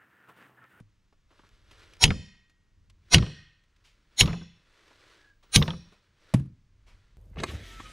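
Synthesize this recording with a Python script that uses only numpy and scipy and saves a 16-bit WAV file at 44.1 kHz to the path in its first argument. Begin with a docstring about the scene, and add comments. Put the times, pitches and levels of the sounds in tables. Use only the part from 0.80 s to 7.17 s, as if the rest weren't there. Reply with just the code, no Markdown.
"""A faint pat on dirt opens the scene; boots and sleeves scuff and light air stirs at the microphone.
Four close sledgehammer blows then drive a steel pin into packed dirt: noise with narrow wavering tones swells
up before each noise crack; decaying sines ring the steel and thump the ground. Noise clanks rattle as the head
rebounds and a scattered noise wash answers from pit and trees. Soft noise rustles in small catches, and a faint
whistling tone comes before the last blow. At the end the head drops on the dirt: a gritty pat and a thump."""
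import sys
import numpy as np
from scipy import signal
from scipy.fft import rfft, irfft, next_fast_len
from scipy.io import wavfile
from scipy.ndimage import map_coordinates

SR = 44100
rng = np.random.default_rng(int(sys.argv[2]) if len(sys.argv) > 2 else 0)


def unload_wav(signal):
    """Save mono or channel-first audio to the path in sys.argv[1] as 16-bit WAV at rate SR, clipped to [-1, 1]."""
    wavfile.write(
        sys.argv[1],
        SR,
        np.round(np.clip(np.atleast_2d(signal).T, -1, 1) * 32767).astype(np.int16),
    )


N = 280917
T = np.arange(SR) / SR  # the one-second time axis of a single sound, s
TOP_HZ = 15700  # band limit

# Event levels are in dB ahead of the fixed trims in the functions; spectra and mode levels are relative.

# Full blows. Each row: start in seconds, crack in dB, rasp in dB, rasp tilt in dB per octave,
# extra rasp tone in Hz, thump in dB, thump pitch in Hz, pin ring in dB, head ring in dB, chatter in dB.
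BLOWS = [(1.2392, -4.5, -18.5, -0.5, 5536, -16, 150.3, -53, -70, -52.5),
         (2.3444, -4.5, -16.5, -2.25, 5764, -13, 116.2, -63, -72, -42.5),
         (3.4088, -7.5, -17, 1.95, 6672, -17, 156.8, -62.5, -56, -36),
         (4.7598, -6.5, -18, 1.83, 9400, -14.5, 152.5, -52.5, -49, -42)]
# The head comes down on the pin again. Each row: start in seconds, clank in dB, clank pitch in Hz, knock in dB.
REBOUNDS = [(1.2542, -15.5, 3123, -34.5), (1.2779, -29, 3085, -43.5), (1.3049, -17.5, 1845, -25),
            (2.3537, -21, 3000, -36.5), (2.368, -25, 2700, -36.5), (2.382, -22.5, 4000, -32.5),
            (2.4243, -31.5, 3010, -32.5), (2.463, -40.5, 3050, -42), (3.411, -17, 2644, -30.5),
            (3.43, -33, 2195, -31), (3.458, -29, 4100, -34.5), (3.476, -32, 3350, -29.5),
            (3.493, -38, 1992, -34.5), (3.53, -33.5, 2500, -32.5), (3.612, -52, 1991, -46.5),
            (4.768, -31, 3007, -25.5), (4.816, -35.5, 2189, -24), (4.8248, -17.5, 3552, -33),
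            (4.879, -29, 3850, -26), (4.9044, -28.5, 3110, -36), (4.931, -55.5, 1900, -40.5)]
# The head lands on dirt. Each row: start in seconds, grit in dB, thump in dB, thump pitch in Hz.
DROPS = [(0.0, -52.5, -51, 104.6), (5.538, -20, -17, 134.9), (5.596, -46.5, -31.5, 137.6),
         (5.657, -60.5, -55, 137.2)]
# Boots, hands and sleeves scuff. Each row: start in seconds, level in dB, low knock in dB, length in seconds.
SCUFFS = [(0.325, -69.5, -64, 0.051), (0.502, -69.5, -62, 0.17), (0.592, -73, -55, 0.05),
          (0.634, -79, -59, 0.067), (0.69, -55.5, -68, 0.014), (0.909, -52.5, -59, .08),
          (1.135, -46, -72.5, 0.02), (1.167, -53, -68.5, .02), (1.695, -61.5, -72, .06),
          (2.098, -53.5, -72.5, 0.033), (2.836, -66.5, -73.5, 0.033), (2.962, -64, -95, 0.035),
          (3.038, -58, -79, 0.31), (4.078, -58.5, -64, .04), (4.105, -71.5, -59, .1),
          (4.626, -60, -64.5, 0.13), (5.12, -60.5, -61, 0.11), (6.063, -60.5, -66, 0.34)]
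# Soft rustling swells. Each row: peak in seconds, level in dB, rise in seconds, fall in seconds.
RUSTLES = [(.58, -67.5, 0.055, .3), (.97, -59, .06, 0.18), (3.2, -75.5, .25, 0.16), (4.08, -64, .2, 0.18),
           (4.29, -61.5, .11, 0.13), (5.1, -70, .2, 0.16), (5.52, -63.5, 0.095, 0.084),
           (6.2, -72.5, .13, 0.15)]
# Puffs of air at the microphone. Each row: peak in seconds, level in dB, rise in seconds, fall in seconds.
PUFFS = [(1.02, -60.5, .3, 0.28), (2.12, -60, .15, 0.34), (6.1, -60.5, .45, 0.39)]

# Steel modes of the pin. Each row: pitch in Hz, level in dB, 60 dB decay in seconds.
PIN_MODES = [(1884, 5, 1.1), (3058, -11, .6), (4000, -12, .7), (4802, 8, .3), (5053, 11, 0.44),
             (6573, -9, .5), (8969, -3, .42)]
# Steel modes of the hammer head. Each row: pitch in Hz, level in dB, 60 dB decay in seconds.
HEAD_MODES = [(3350, -4.5, .35), (4340, 0, 0.2), (6640, -5.5, .45), (9100, -5, 0.38), (13330, 6, .23)]
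# The brief clang while head and pin touch. Each row: pitch in Hz, level in dB, 60 dB decay in seconds.
CLANG_MODES = [(1905, -6.5, .04), (2200, -5.5, 0.06), (2716, -8.5, 0.017), (2970, 0, 0.055),
               (3240, -4.5, 0.082), (3410, -3.5, 0.03), (3800, -7, .04), (5000, -9.5, .06),
               (6520, -15, 0.066), (9200, -20.5, 0.075)]
# Low modes of the ground. Each row: multiple of the thump pitch, level in dB, 60 dB decay in seconds.
GROUND_MODES = [(.5, -11, .4), (1.001, 3, 0.3), (1.27, -14.5, 0.52), (1.9, -20.5, 0.26), (3.05, -16, 0.18)]
# Narrow wavering tones in the rasp. Each row: pitch in Hz, width in Hz, level in dB.
RASP_TONES = [(767, 19, -14), (3300, 10, -6.5), (3715, 38, -5.5), (4060, 45, 0.5), (4340, 90, -5.5),
              (5540, 11, -2.5), (6600, 30, -6.5), (6960, 40, -9), (9320, 13, -7)]
# Narrow colours in the rasp noise. Each row: centre in Hz, width in Hz, lift in dB.
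RASP_PEAKS = [(435, 35, 13.5), (687, 15, 10.5), (767, 27, 9), (9300, 400, 3.5)]

# Noise colours of the blow's rasp and crack. Each row: frequency in Hz, density in dB per Hz.
RASP_COLOUR = [(60, -4.5), (200, -3), (550, -11), (1200, -3.5), (2000, -0.5), (4000, 2), (7000, -4),
               (8000, -18), (9800, -8.5), (11800, -28), (15000, -28.5)]
CRACK_COLOUR = [(100, -13), (700, -16.5), (1500, -25), (2100, -0.5), (3100, 2.5), (4200, -3.5), (6000, -6),
                (9000, -16.5), (12000, -33.5), (15500, -27)]
# Noise colours of a rebound's clank and handle knock. Each row: frequency in Hz, density in dB per Hz.
CLANK_COLOUR = [(300, -16), (1400, -8.5), (2200, 2.5), (3200, 1), (4300, -5.5), (6500, -17), (8500, -28),
                (11000, -42), (15000, -58.5)]
KNOCK_COLOUR = [(60, -6.5), (300, 3), (600, -0.5), (850, -1.5), (1150, 2.5), (1700, -8), (3000, -17.5),
                (6000, -37.5), (12000, -75)]
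# Noise colours of loose soil, grit under the head and scrapes. Each row: frequency in Hz, density in dB per Hz.
SOIL_COLOUR = [(15, -14.5), (30, -8.5), (70, 1), (170, 1), (260, -12), (450, -18), (900, -35.5),
               (3000, -69.5)]
GRIT_COLOUR = [(100, -14), (400, 8), (1200, -2.5), (2500, -5.5), (4000, -14.5), (7500, -18), (9500, -13.5),
               (13000, -28), (16000, -49)]
SCRAPE_COLOUR = [(300, -13), (1300, -4), (2500, 4.5), (6000, -4.5), (10000, -15.5), (15000, -26.5)]
# Dirt stirred by a dropped head. Each row: frequency in Hz, density in dB per Hz.
DIRT_COLOUR = [(30, -25.5), (70, -0.5), (120, 3.5), (220, -4), (330, -18.0), (600, -42), (2000, -68.5)]
# Noise colours of the rustle, outdoor air and air rumble. Each row: frequency in Hz, density in dB per Hz.
RUSTLE_COLOUR = [(180, -35.5), (300, -0.5), (452, 2.5), (703, -5.5), (828, -6.5), (1130, -3), (1310, 0.5),
                 (4320, -6.5), (9800, -23), (12900, -32), (15000, -38.5)]
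AIR_COLOUR = [(12, -29.5), (20, 2.5), (38, -8), (61, -13), (139, -16), (223, -21), (256, -29), (286, -21.5),
              (367, -28), (733, -36.5), (1020, -31.5), (1390, -32), (1930, -32.5), (6360, -39),
              (15000, -62.5)]
RUMBLE_COLOUR = [(15, -10), (36, 1.5), (60, -8.5), (100, -4.5), (135, -20.5), (300, -29), (1000, -58.5),
                 (8000, -100)]

# Colour of the wash from pit and trees. Each row: frequency in Hz, density in dB per Hz.
ECHO_COLOUR = [(100, -15.5), (500, -12.5), (1000, -3.5), (2000, 2.5), (3000, -1.5), (4500, 3), (6800, 0),
               (9500, -2.5), (14000, -14)]
# Fade of the wash. Each row: frequency in Hz, 60 dB decay in seconds.
ECHO_T60 = [(200, 0.65), (1500, 0.81), (4000, 0.68), (7000, 0.52), (12000, .45)]
# Stereo width. Each row: time in seconds, side against mid in dB.
WIDTH = [(0, -13), (2.1, -14), (2.161, -39), (6.37, -42)]
# Width of the highest treble. 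Each row: frequency in Hz, side against mid in dB.
SPARKLE = [(5000, -60), (9800, -30.0), (12500, -1.5)]

# Air: calm rumble between puffs, and the draught stirred by every blow
RUMBLE_DB = -72.5
DRAUGHT_DB, DRAUGHT_RISE_S, DRAUGHT_FALL_S = -63, 0.054, .25
# Wash: build-up, and how far it blurs the pitch of what it returns
ECHO_RISE_S, ECHO_BLUR_HZ = .08, 502
# Rustle: the swell that goes with every blow; rate of grit ticks and their level against the rustle
SWING_DB, SWING_RISE_S, SWING_FALL_S = -66, .07, 0.16
TICKS_PER_S, TICK_DB = 90, -15.5
# The faint whistling tone: peak time, centre, half-width, level, spread
WHISTLE_S, WHISTLE_HZ, WHISTLE_WIDTH_HZ, WHISTLE_DB, WHISTLE_SPREAD_S = 4.47, 1646, 48, -63.5, 0.047
# Chatter after a blow: delay to the first skip, gap scale, factor on the gap for each skip
CHATTER_START_S, CHATTER_GAP_S, CHATTER_SHRINK = .095, .04, .8
# Chatter: loss each skip, clank pitch, clank against knock
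CHATTER_LOSS_DB, CHATTER_HZ, CHATTER_CLANK_DB = 6, 2000, -8.5
# Lower clanks are duller: dB per octave for each octave of pitch, pitch with no tilt
CLANK_TILT_DB, CLANK_MID_HZ = 6, 3200
# A rebound's push on the ground: level for a 0 dB knock, dB per dB of knock
PUSH_DB, PUSH_FOLLOWS = -18.5, 0.54
# Each rasp has one more strong tone: width, level
EXTRA_TONE_WIDTH_HZ, EXTRA_TONE_DB = 61, 3.5
# The deeper the pin sits, the more the soil holds its lowest mode: loss with each blow
GRIP_DB = 6.5


def amp(db):
    """Decibels to gain."""
    return 10 ** (np.asarray(db) / 20)


def unit(x):
    """Scale to rms 1."""
    return x / np.sqrt(np.mean(x ** 2) + 1e-20)


def along(points, hz):
    """Read (Hz, value) points on a log frequency axis."""
    f, value = np.transpose(points)
    return np.interp(np.log(hz + 1), np.log(f + 1), value)


def filtered(x, gain):
    """Apply a gain that depends on frequency."""
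    n = x.shape[-1]
    padded = next_fast_len(n + 8192)
    return irfft(rfft(x, padded) * gain(np.fft.rfftfreq(padded, 1 / SR)), padded)[..., :n]


def noise(spectrum, size=SR, tilt_db=0, peaks=(), ripple_db=0):
    """Noise of rms 1 with a spectrum, a tilt per octave, narrow peaks and random resonant ripple."""
    knots = rng.standard_normal(400)

    def gain(f):
        lift = sum(db / (1 + (2 * (f - hz) / width) ** 2) for hz, width, db in peaks)
        ripple = ripple_db * map_coordinates(knots, [np.sqrt(f) * .7], mode="mirror")
        return amp(along(spectrum, f) + tilt_db * np.log2(f + 1) + lift + ripple)

    return unit(filtered(rng.standard_normal(size), gain))


def hit_envelope(t60, attack):
    """A quick exponential rise and a fall of 60 dB in t60 seconds."""
    return amp(-60 * T / t60) * (1 - np.exp(-T / attack))


def burst(spectrum, t60, attack, ripple_db=0):
    """A contact: coloured noise that rises quickly and dies away."""
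    return noise(spectrum, ripple_db=ripple_db) * hit_envelope(t60, attack)


def ring(modes, scatter_db, bloom=0):
    """Steel modes at new strengths for each blow; with bloom the long-lived ones build up slowly."""
    total = np.zeros(SR)
    for hz, db, t60 in modes:
        tone = np.sin(2 * np.pi * (hz * T + rng.random()))
        strength = amp(db + scatter_db * rng.normal())
        total += strength * tone * hit_envelope(t60, attack=bloom * t60 ** 2 + 1e-4)
    return total


def add(track, s, sound):
    """Mix a sound into the track at time s."""
    i = max(0, round(s * SR))
    track[i:i + len(sound)] += sound[:N - i]


def swell(s, rise, fall):
    """A smooth bell of gain that peaks at time s."""
    t = np.arange(N) / SR - s
    return np.exp(-(t / np.where(t < 0, rise, fall)) ** 2 / 2)


def effort(events):
    """The joint gain, summed in power, of swells given as (s, dB, rise s, fall s)."""
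    return np.sqrt(sum((amp(db) * swell(s, rise, fall)) ** 2 for s, db, rise, fall in events))


def surroundings():
    """Quiet outdoor air, and a low rumble that swells with puffs of wind and the draught of each blow."""
    draughts = [(s, DRAUGHT_DB, DRAUGHT_RISE_S, DRAUGHT_FALL_S) for s, *_ in BLOWS]
    rumble = np.hypot(amp(RUMBLE_DB), effort(PUFFS + draughts)) * noise(RUMBLE_COLOUR, size=N)
    return rumble + amp(-69.5) * noise(AIR_COLOUR, size=N)


def echo(x):
    """Pit walls and trees scatter a blurred wash that builds up, then falls away, highest treble fastest."""
    hz, t, bins = signal.stft(noise(ECHO_COLOUR, ripple_db=3.5), SR, nperseg=256)
    fade_db = -60 * (t / along(ECHO_T60, hz)[:, None]) ** 1.3
    build_up = 1 - np.exp(-t / ECHO_RISE_S)
    tail = signal.istft(bins * amp(fade_db) * build_up, SR, nperseg=256)[1]
    # multiplying by slow noise smears the pitch
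    blur = unit(filtered(rng.standard_normal(N), lambda f: np.exp(-(f / ECHO_BLUR_HZ) ** 2)))
    return signal.fftconvolve(x * blur, tail / np.linalg.norm(tail))[:N]


def rustling():
    """Soft noise swells, also with every blow, roughened by small random catches and sprinkled with grit ticks."""
    t = np.arange(N) / SR

    def wobble(rate_hz):
        return map_coordinates(rng.standard_normal(N // 50), [t * rate_hz])

    catches = amp(1.0 * wobble(30) + 1.3 * wobble(350))
    rustle = unit(catches * noise(RUSTLE_COLOUR, size=N, ripple_db=1.0))
    grains = (rng.random(N) < TICKS_PER_S / SR) * rng.standard_normal(N)
    tick = burst(SCRAPE_COLOUR, t60=.008, attack=.0002)
    ticks = unit(signal.fftconvolve(grains, tick)[:N])
    swings = [(s, SWING_DB, SWING_RISE_S, SWING_FALL_S) for s, *_ in BLOWS]
    return effort(RUSTLES + swings) * (rustle + amp(TICK_DB) * ticks)


def whistling_tone():
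    """A faint, narrow whistling tone: noise through one narrow resonance, swelling and fading once."""
    resonance = lambda hz: 1 / (1 + ((hz - WHISTLE_HZ) / WHISTLE_WIDTH_HZ) ** 2)
    tone = unit(filtered(rng.standard_normal(N), resonance))
    return amp(WHISTLE_DB) * swell(WHISTLE_S, WHISTLE_SPREAD_S, WHISTLE_SPREAD_S) * tone


def scuffs():
    """Small scrapes of boots on grit and hands on the handle; longer ones start more softly."""
    out = np.zeros(N)
    for s, db, knock_db, length in SCUFFS:
        add(out, s, amp(db + 2.0) * burst(SCRAPE_COLOUR, length, attack=length * .05))
        add(out, s, amp(knock_db + 5.5) * burst(KNOCK_COLOUR, length, attack=length * 0.039))
    return out


def drops():
    """The head falls on dirt and settles: a gritty pat and a dull thump."""
    out = np.zeros(N)
    for s, grit_db, thump_db, pitch_hz in DROPS:
        pat = burst(GRIT_COLOUR, t60=0.042, attack=.001)
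        trickle = burst(GRIT_COLOUR, t60=0.19, attack=.002)
        add(out, s, amp(grit_db) * (pat + amp(-22.5) * trickle))
        # the soil gives way once under the weight, then bounces
        u = (T - .01) / 0.0022
        push = (2 * u ** 2 - 1) * np.exp(-u ** 2)
        bounce = np.sin(2 * np.pi * pitch_hz * T) * hit_envelope(t60=0.312, attack=0.012)
        dirt = burst(DIRT_COLOUR, t60=0.37, attack=0.0018)
        add(out, s, amp(thump_db) * (amp(11) * push + amp(3) * bounce + amp(-8.0) * dirt))
    return out


def thump(pitch_hz, attack, soil_db):
    """The ground bounces in a few low modes over a rumble of loose soil."""
    bounce = sum(amp(db - 60 * T / t60) * np.sin(2 * np.pi * multiple * pitch_hz * T)
                 for multiple, db, t60 in GROUND_MODES)
    soil = burst(SOIL_COLOUR, t60=0.33, attack=0.0011)
    return bounce * (1 - np.exp(-T / attack)) + amp(soil_db) * soil


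def chatter(count):
    """After each blow the head settles in weaker, on average quicker, skips: rows like those of the rebounds."""
    k = np.arange(count)
    skips = []
    for s, *_, chatter_db in BLOWS:
        gaps = CHATTER_GAP_S * CHATTER_SHRINK ** k * rng.uniform(.7, 1.3, count)
        times = s + CHATTER_START_S + np.cumsum(gaps) - gaps[0]
        knocks_db = chatter_db - CHATTER_LOSS_DB * k
        skips += [(t, db + CHATTER_CLANK_DB, CHATTER_HZ, db) for t, db in zip(times, knocks_db)]
    return skips


def rebounds():
    """The head skips on the pin: a pitched steel clank, a knock in the wooden handle, a small ground push."""
    out = np.zeros(N)
    for s, clank_db, pitch_hz, knock_db in REBOUNDS + chatter(count=4):
        tilt_db = CLANK_TILT_DB * np.log2(pitch_hz / CLANK_MID_HZ)
        steel = noise(CLANK_COLOUR, tilt_db=tilt_db, peaks=[(pitch_hz, 700, 9)], ripple_db=2)
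        add(out, s, amp(clank_db + 0.5) * steel * hit_envelope(t60=0.022, attack=.0003))
        add(out, s, amp(knock_db + 3) * burst(KNOCK_COLOUR, t60=0.058, attack=0.0035, ripple_db=3.5))
        push_db = PUSH_DB + PUSH_FOLLOWS * knock_db
        add(out, s, amp(push_db) * thump(170, attack=0.0053, soil_db=-3))
    return out


def rasp(tone_rows, tilt_db, lead, rise_db, fall_t60, tones_db):
    """A bright noisy rasp with narrow wavering tones swells for lead seconds, then falls away."""
    rise = amp(-rise_db * np.clip(1 - T / lead, 0, 1) ** 1.7)
    after = np.clip(T - lead, 0, None)
    tones = np.zeros(SR)
    for hz, width, db in tone_rows:
        # a random walk in phase spreads the tone to its width
        drift = np.cumsum(rng.standard_normal(SR)) * np.sqrt(2 * np.pi * width / SR)
        tones += amp(db) * np.sin(2 * np.pi * (hz * T + rng.random()) + drift)
    hiss = noise(RASP_COLOUR, tilt_db=tilt_db, peaks=RASP_PEAKS, ripple_db=7.0)
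    falling_hiss = hiss * amp(-60 * after / fall_t60)
    falling_tones = unit(tones) * amp(tones_db - 60 * after / .035)
    return rise * (falling_hiss + falling_tones)


def blows():
    """A noisy rasp swells up, then steel cracks and clangs, pin and head ring on, the pin shoves the ground."""
    cracks, rest = np.zeros(N), np.zeros(N)
    lead = .046  # s of rasp before the crack
    for depth, row in enumerate(BLOWS):
        s, crack_db, rasp_db, tilt_db, extra_hz, thump_db, pitch_hz, pin_db, head_db, _ = row
        tone_rows = RASP_TONES + [(extra_hz, EXTRA_TONE_WIDTH_HZ, EXTRA_TONE_DB)]
        swelling = rasp(tone_rows, tilt_db, lead, rise_db=53.5, fall_t60=0.079, tones_db=0.5)
        add(cracks, s - lead, amp(rasp_db) * swelling)
        crack = burst(CRACK_COLOUR, t60=0.015, attack=0.00037, ripple_db=2)
        clang = ring(CLANG_MODES, scatter_db=-0.5)
        add(cracks, s, amp(crack_db) * (amp(5.5) * crack + amp(-9.5) * clang))
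        # the soil's hold weakens towards the higher modes
        lowest_hz = PIN_MODES[0][0]
        gripped_pin = [(hz, db - depth * GRIP_DB * (lowest_hz / hz) ** 2, t60) for hz, db, t60 in PIN_MODES]
        add(rest, s, amp(pin_db) * ring(gripped_pin, scatter_db=1, bloom=.13))
        add(rest, s, amp(head_db) * ring(HEAD_MODES, scatter_db=1))
        add(rest, s, amp(thump_db - 2.5) * thump(pitch_hz, attack=0.0063, soil_db=2))
    return cracks, rest


def scene():
    """Everything sits straight ahead; the image starts a little wide, then narrows below the highest treble."""
    cracks, rest = blows()
    hits = cracks + rebounds()
    background = surroundings() + amp(-35) * echo(hits) + rustling() + whistling_tone()
    mid = background + scuffs() + drops() + hits + rest
    width = amp(np.interp(np.arange(N) / SR, *np.transpose(WIDTH)))
    # both side parts are the mid turned a quarter cycle, in opposite directions
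    sparkle = filtered(mid, lambda hz: 1j * amp(along(SPARKLE, hz)))
    side = width * filtered(mid, lambda hz: -1j * (hz > 0)) + sparkle
    return np.array([mid + side, mid - side])


def record(dry):
    """Peaks saturate smoothly towards full scale; nothing is kept above the band limit."""
    saturated = dry / (1 + np.abs(dry) ** 6) ** (1 / 6)
    return filtered(saturated, lambda hz: hz < TOP_HZ)


dry = scene()
out = record(dry)
unload_wav(out)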